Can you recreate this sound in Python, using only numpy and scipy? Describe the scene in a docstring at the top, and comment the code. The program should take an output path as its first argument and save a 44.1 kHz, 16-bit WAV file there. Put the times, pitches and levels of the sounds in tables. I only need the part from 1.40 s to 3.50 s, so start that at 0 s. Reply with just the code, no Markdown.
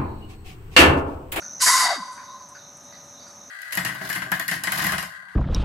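"""A deer snorts once near the microphone, at a feeding place in the woods at night: a hard jet of air
through the nostrils, which flutter briefly, whistle near 1 kHz and slacken as the blow runs out.
The trees throw the whistle back from a distance. Insects shrill all round, and hooves knock and rustle
in the pine straw. Breath and steps set the camera housing ringing; the equipment hums faintly,
and its automatic gain dips at the snort."""
import sys
import numpy as np
from scipy import signal
from scipy.fft import rfft, irfft
from scipy.io import wavfile
from scipy.ndimage import uniform_filter1d

SR = 44100
rng = np.random.default_rng(int(sys.argv[2]) if len(sys.argv) > 2 else 0)


def persist_wave(psi):
    """Save psi, clipped to +-1, as 16-bit WAV."""
    counts = np.round(np.clip(psi, -1, 1) * 32767).astype(np.int16)
    wavfile.write(sys.argv[1], SR, np.atleast_2d(counts).T)


N = 92610
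T = np.arange(N) / SR
HZ = np.maximum(np.fft.rfftfreq(N, 1 / SR), 1)

def from_db(db):
    """Decibels to gain."""
    return 10 ** (np.asarray(db) / 20)

def rms_one(x):
    """Scale to an rms of 1."""
    return x / np.sqrt(np.mean(x ** 2) + 1e-20)

def in_time(rows, column=1):
    """One column of a curve at every sample."""
    rows = np.array(rows)
    return np.interp(T, rows[:, 0], rows[:, column])

def gain_curve(rows, column=1):
    """A dB curve as gain, silent outside its span."""
    return from_db(in_time(rows, column)) * (T >= rows[0][0]) * (T <= rows[-1][0])

def in_frequency(rows):
    """A curve at every frequency bin, joined on a log axis."""
    hz, values = np.transpose(rows)
    return np.interp(np.log(HZ), np.log(hz), values)

def drift(rate_hz):
    """Smooth random wander; rms 1."""
    return rms_one(irfft(rfft(rng.standard_normal(N)) * np.exp(-.5 * (HZ / rate_hz) ** 2), N))

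def phase(hz):
    """Running phase of a moving pitch."""
    return 2 * np.pi * np.cumsum(hz) / SR

def pulses(rate_hz, decay_s, jitter):
    """An uneven train of dying pulses; rms 1."""
    cycles = np.cumsum(rate_hz * (1 + jitter * drift(rate_hz / 2))) / SR
    age_s = cycles % 1 / rate_hz
    return rms_one(np.exp(-age_s / decay_s) * (1 - np.exp(-2 * age_s / decay_s)))

def burst(start_s, attack_s, t60_s):
    """A straight rise and an exponential fall."""
    rise = np.clip((T - start_s) / attack_s, 0, 1)
    return rise * from_db(-60 * np.maximum(T - start_s - attack_s, 0) / t60_s)

# Likeness of left and right at the microphone: frequency_hz, correlation
MIC_LIKENESS = [(60, 0.93), (700, 0.94), (1200, 0.94), (2000, 0.6), (3300, 0.25), (4700, 0.73),
                (5600, 0.875), (7000, 1)]
def stereo_noise(gain):
    """Noise with the given gain per frequency, partly alike on both sides; rms 1."""
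    mid, side = rfft(rng.standard_normal((2, N)))
    alike = in_frequency(MIC_LIKENESS)
    spectrum = np.sqrt(1 + alike) * mid + np.sqrt(1 - alike) * side * [[1], [-1]]
    return rms_one(irfft(gain * spectrum, N))

def coloured(colour):
    """Noise of a broad colour; rms 1."""
    return stereo_noise(from_db(in_frequency(colour)))

def resonant(peaks):
    """Noise in steep-sided resonances, each at its own level."""
    return sum(from_db(db) * stereo_noise(1 / (1 + .5 * ((HZ - hz) / width_hz) ** 2) ** 2)
               for hz, width_hz, db in peaks)

# Night air under the trees: frequency_hz, gain_db
AIR_COLOUR = [(20, -34), (45, -31), (70, -5.5), (130, 0), (250, 2), (400, -8.5), (640, -2), (1000, -2),
              (1450, -6.5), (2000, -11.5), (2800, -17.5), (5000, -20), (8000, -30), (12300, -20.5),
              (13500, -30), (15500, -45)]
def night_air():
    """A soft, steady wash of low noise."""
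    return from_db(-51.5) * coloured(AIR_COLOUR)

# Hum in the equipment: pitch_hz, level_db
HUM_TONES = [(574, -58.5), (1239, -62.5)]
def hum():
    """Two faint electrical tones."""
    return sum(np.sqrt(2) * from_db(db) * np.sin(2 * np.pi * hz * T) for hz, db in HUM_TONES)

# Insects far off, all round the microphone: frequency_hz, gain_db
CHORUS_COLOUR = [(4800, -39), (5300, -16.5), (5650, -10), (5900, -2), (6230, -3.5), (6480, -6), (6800, -22),
                 (7600, -29.5), (11000, -39), (12300, -37.5), (13200, -50)]
def insect_chorus():
    """Many calls merge into one shrill, flickering band."""
    return from_db(-47 + drift(40)) * coloured(CHORUS_COLOUR)

# One insect close to the microphone: time_s, level_db
TRILL_LEVEL = [(0.0, -44.5), (0.045, -37), (0.1, -40), (0.2, -39.5), (0.3, -48), (0.4, -66)]
def near_insect():
    """A fast, high trill that falls silent at the snort."""
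    band = stereo_noise(np.exp(-((HZ - 6060) / 430) ** 2))
    return gain_curve(TRILL_LEVEL) * pulses(rate_hz=69, decay_s=.008, jitter=.2) * band

# Bouts of the lower insects in the woods: middle_s, level_db
RASP_BOUTS = [(0.038, -67), (0.63, -52), (0.92, -55), (1.24, -56.5), (1.54, -58), (1.81, -58.5),
              (2.05, -66.5)]
# Their resonances: centre_hz, width_hz, gain_db
RASP_PEAKS = [(3753, 140, 7), (4054, 55, 4)]
def rasping_insects():
    """A flickering rasp swells in slow waves over a faint floor."""
    bouts = sum(from_db(db) * np.exp(-((T - middle_s) / .086) ** 2) for middle_s, db in RASP_BOUTS)
    return (from_db(-67.5) + bouts) * from_db(1.8 * drift(25)) * rms_one(resonant(RASP_PEAKS))

# Rustles on the forest floor: start_s, level_db, attack_s, t60_s
RUSTLES = [(0.0, -54, 0.0033, 0.22), (0.714, -48, 0.011, 0.3), (1.086, -49.5, 0.0018, 0.12),
           (1.368, -49, 0.0043, 0.044), (1.42, -61, 0.02, 0.24), (1.63, -61, 0.018, 0.39),
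           (1.865, -58.5, 0.021, 0.29)]
# Dry pine straw: frequency_hz, gain_db
STRAW_COLOUR = [(2000, -41), (6000, -8), (8300, 4.5), (10800, -5), (13000, -22), (16000, -35)]
def straw():
    """Dry straw stirs underfoot in short, bright hisses."""
    level = sum(from_db(db) * burst(start_s, attack_s, t60_s) for start_s, db, attack_s, t60_s in RUSTLES)
    return level * coloured(STRAW_COLOUR)

# Steps at the feeding place: start_s, pitch_hz, knock_db, ring_db
STEPS = [(0.018, 1466, -42, -53), (0.777, 1490, -38, -52), (0.999, 1505, -56, -59), (1.148, 1485, -43, -53),
         (1.523, 1962, -48.5, -54), (1.8, 1400, -65, -54.5), (1.864, 1430, -54, -55.5)]
# A hoof on the ground: frequency_hz, gain_db
KNOCK_COLOUR = [(300, -23), (700, -14), (1200, -16), (1500, -6), (1750, -1.5), (2100, -16), (2400, -12),
                (4000, -44)]
# High ring of the camera housing: centre_hz, width_hz, gain_db
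STEP_RING_PEAKS = [(4030, 360, -36), (4600, 220, 39)]
def hooves():
    """Each hoof lands with a small hollow knock and sets the housing ringing."""
    thud, ring = from_db(-5) * coloured(KNOCK_COLOUR), rms_one(resonant(STEP_RING_PEAKS))
    steps = 0
    for start_s, pitch_hz, knock_db, ring_db in STEPS:
        knock = thud + resonant([(pitch_hz, 85, -2)])
        impact = from_db(knock_db) * knock + from_db(ring_db) * ring
        steps += burst(start_s, attack_s=.0027, t60_s=.32) * impact
    return steps

# Echoes from the surrounding trees: band_hz, gain_db, t60_s
WOODS_BANDS = [(200, -26, .7), (732.3, -19, 0.48), (1031, -12, 1.9), (1170, -11, 0.73), (1260, -9.5, 1.3),
               (1370, -25, 0.7), (1484, -8.5, 1.2), (1590, -18, 1.0), (2150, -21.5, 1.5), (2950, -20, 1.3),
               (3750, -14, 0.98), (4060, -25, 0.76), (4600, -14, 1.07), (5500, -12, 0.5), (9720, -23, 1.2),
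               (14900, -40, .35)]
def woods(x, trunks_per_s=70, farthest_s=.58):
    """Scatter from foliage and single echoes from trunks, dying band by band."""
    trunks = (rng.random(N) < trunks_per_s / SR) * rng.choice([-1, 1], N)
    scatter = rfft(stereo_noise(1) + from_db(14) * trunks)
    reach = np.clip(T / .024, 0, 1) * np.clip((farthest_s - T) / .013 + 1, 0, 1)
    centres = np.log([row[0] for row in WOODS_BANDS])
    response = 0
    for share, (_, db, t60_s) in zip(np.eye(len(WOODS_BANDS)), WOODS_BANDS):
        decay = reach * from_db(-60 * T / t60_s)
        band = irfft(scatter * np.interp(np.log(HZ), centres, share), N)
        response += from_db(db) * band * decay / np.linalg.norm(decay)
    return signal.fftconvolve(x, response, axes=1)[:, :N]

# The jet at the nostrils, near the microphone: time_s, level_db
JET_LEVEL = [(0.19, -65), (0.206, -31), (0.221, -17), (0.252, -18), (0.28, -16), (0.325, -19), (0.352, -20),
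             (0.41, -21), (0.455, -24), (0.485, -31), (0.52, -32), (0.57, -40), (0.62, -79)]
# Its hiss: frequency_hz, gain_db
JET_COLOUR = [(500, -41), (1700, -7.5), (2600, -11.5), (3000, -5.5), (3400, -13.5), (4000, -2.5), (4950, 2),
              (5350, 1), (6900, 1.5), (8800, -3), (11200, -5), (12600, -16), (15500, -30.5)]
def jet(treble_hz=7300, dulling=.53):
    """Turbulent air hisses out of the nostrils and dulls as it slackens."""
    hiss, effort_db = coloured(JET_COLOUR), in_time(JET_LEVEL)
    treble = irfft(rfft(hiss) / (1 + (treble_hz / HZ) ** 6), N)
    treble_gain = from_db(dulling * (effort_db - effort_db.max() + 6.5))
    return gain_curve(JET_LEVEL) * (hiss - treble + treble * treble_gain)

def close_reflections(x, count=14, latest_s=.022):
    """The ground and nearby trunks comb the sound at unchanged power."""
    delay_s, sign = rng.uniform(.001, latest_s, count), rng.choice([-1, 1], count)
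    response = np.zeros(SR // 10)
    np.add.at(response, (delay_s * SR).astype(int), sign * from_db(-10) / np.sqrt(count))
    response[0] = 1
    return signal.fftconvolve(x, response[None] / np.linalg.norm(response), axes=1)[:, :N]

# The rush in the nose, a little left of the microphone: time_s, level_db
RUSH_LEVEL = [(0.192, -75), (0.208, -39.5), (0.225, -28), (0.258, -34.5), (0.275, -16.5), (0.31, -23),
              (0.38, -22.5), (0.455, -21.5), (0.49, -25.5), (0.52, -26), (0.565, -32), (0.6, -56),
              (0.63, -57)]
# Its hollow colour: frequency_hz, gain_db
RUSH_COLOUR = [(150, -29), (300, -17), (480, -29.5), (660, -11), (830, -11), (1080, 1.5), (1400, 0),
               (1750, -3), (2120, -3.5), (2320, -15.5), (3400, -14), (5000, -14), (7000, -59)]
# Ringing of the camera housing: centre_hz, width_hz, gain_db
HOUSING_PEAKS = [(1500, 55, -12), (1980, 45, -5), (2140, 50, -13), (3760, 110, -12), (4660, 150, -6)]
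def rush():
    """A hollow rush of breath excites the housing's resonances."""
    breath = from_db(-3) * coloured(RUSH_COLOUR) + resonant(HOUSING_PEAKS)
    pan = from_db([[1.1], [-1.1]])
    return gain_curve(RUSH_LEVEL) * breath * pan

# The whistle at the nostrils, dead centre: time_s, pitch_hz, level_db
WHISTLE = [(0.214, 975, -56), (0.228, 1014, -22), (0.239, 1028, -22), (0.25, 1060, -38),
           (0.278, 998.5, -27), (0.291, 1024, -21.5), (0.302, 1016, -14), (0.312, 1088, -24),
           (0.332, 1076, -22.5), (0.346, 1023, -18), (0.37, 1076, -21.5), (0.385, 1030, -28.5),
           (0.412, 1036, -23.5), (0.46, 999, -29.5), (0.5, 951, -29.5)]
def whistle():
    """An unsteady edge tone that catches and breaks."""
    pitch_hz = in_time(WHISTLE) * (1 + .016 * drift(92))
    level = gain_curve(WHISTLE, column=2) * from_db(2.3 * drift(85))
    return level * np.sqrt(2) * np.sin(phase(pitch_hz))

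# The flutter as it leaves the nose: frequency_hz, gain_db
FLUTTER_COLOUR = [(25, -45), (60, -24), (150, -13), (290, -10.5), (400, -10), (520, -21), (660, 4),
                  (830, -8), (1200, 0), (1550, 5), (2100, 3.5), (2600, -20), (5000, -26)]
def flutter(start_s=.2602, length_s=.033):
    """The nostrils flap at the height of the blow: rough puffs, shaped by the nose."""
    progress = np.clip((T - start_s) / length_s, 0, 1)
    swell = np.sqrt(np.abs(np.sin(np.pi * progress)))
    flaps = pulses(rate_hz=292.1, decay_s=.0018, jitter=.253)
    puffs = flaps * coloured([(100, -1.5), (2500, 1), (5000, -18)])
    shaped = irfft(rfft(puffs) * from_db(in_frequency(FLUTTER_COLOUR)), N)
    return from_db(-20) * swell * rms_one(shaped)

# The tail of the snort, dead centre: time_s, pitch_hz, level_db
SAG = [(0.37, 998, -46), (0.42, 852, -37), (0.45, 780, -29), (0.48, 822, -28), (0.51, 725, -27.5),
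       (0.538, 687.4, -28), (0.556, 610.6, -46.5), (0.566, 299, -42.5), (0.605, 210.7, -47.5),
       (0.635, 167.4, -55)]
def sag(width_share=.24):
    """A breathy resonance sinks as the nostrils slacken."""
    pitch_hz, first_hz = in_time(SAG), SAG[0][1]
    slowed_s = np.cumsum(pitch_hz / first_hz) / SR  # the band narrows as it sinks
    cos_noise, sin_noise = (np.interp(slowed_s, T, drift(width_share * first_hz / 2)) for _ in range(2))
    turn = phase(pitch_hz)
    return gain_curve(SAG, column=2) * (cos_noise * np.cos(turn) + sin_noise * np.sin(turn))

# Returns from the far tree line: delay_s, gain_db
FAR_ECHOES = [(0.36, -27), (0.47, -27), (0.6, -24.5)]
def tree_line(x):
    """Late, single echoes that carry little but the whistle."""
    whistle_band = signal.butter(2, [970, 1130], "band", fs=SR, output="sos")
    dull = signal.sosfilt(whistle_band, x.mean(axis=0))
    return sum(from_db(db) * np.interp(T - delay_s, T, dull, left=0) for delay_s, db in FAR_ECHOES)

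def blip(middle_s=1.128, pitch_hz=1030):
    """A last short, soft tone at the whistle's pitch."""
    level = from_db(-43) * np.exp(-((T - middle_s) / .009) ** 2)
    return level * np.sqrt(2) * np.sin(2 * np.pi * pitch_hz * T)

def scene():
    """What reaches the microphone: the snort, the hooves and their echoes over the night."""
    night = night_air() + hum() + insect_chorus() + near_insect() + rasping_insects()
    steps = straw() + hooves()
    blow = (close_reflections(jet()) + rush()) * from_db(.5 * drift(72))
    snort = from_db(3.5) * (blow + whistle() + flutter() + sag())
    return night + steps + snort + woods(steps + snort) + tree_line(snort) + blip()

def record(dry, threshold_db=-26.5, cut_share=.26, recovery_db_per_s=4):
    """The automatic gain drops at the snort and creeps back; the top is cut steeply."""
    power = uniform_filter1d(np.mean(dry ** 2, axis=0), size=400)
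    level_db = 10 * np.log10(np.maximum(power, 1e-12))
    cut_db = cut_share * np.maximum(level_db - threshold_db, 0)
    recovery_db = recovery_db_per_s * T
    held_db = np.maximum.accumulate(cut_db + recovery_db) - recovery_db
    lowpass = signal.cheby2(16, 70, 16000, fs=SR, output="sos")
    return signal.sosfilt(lowpass, dry * from_db(-held_db))

dry = scene()
out = record(dry)
persist_wave(out)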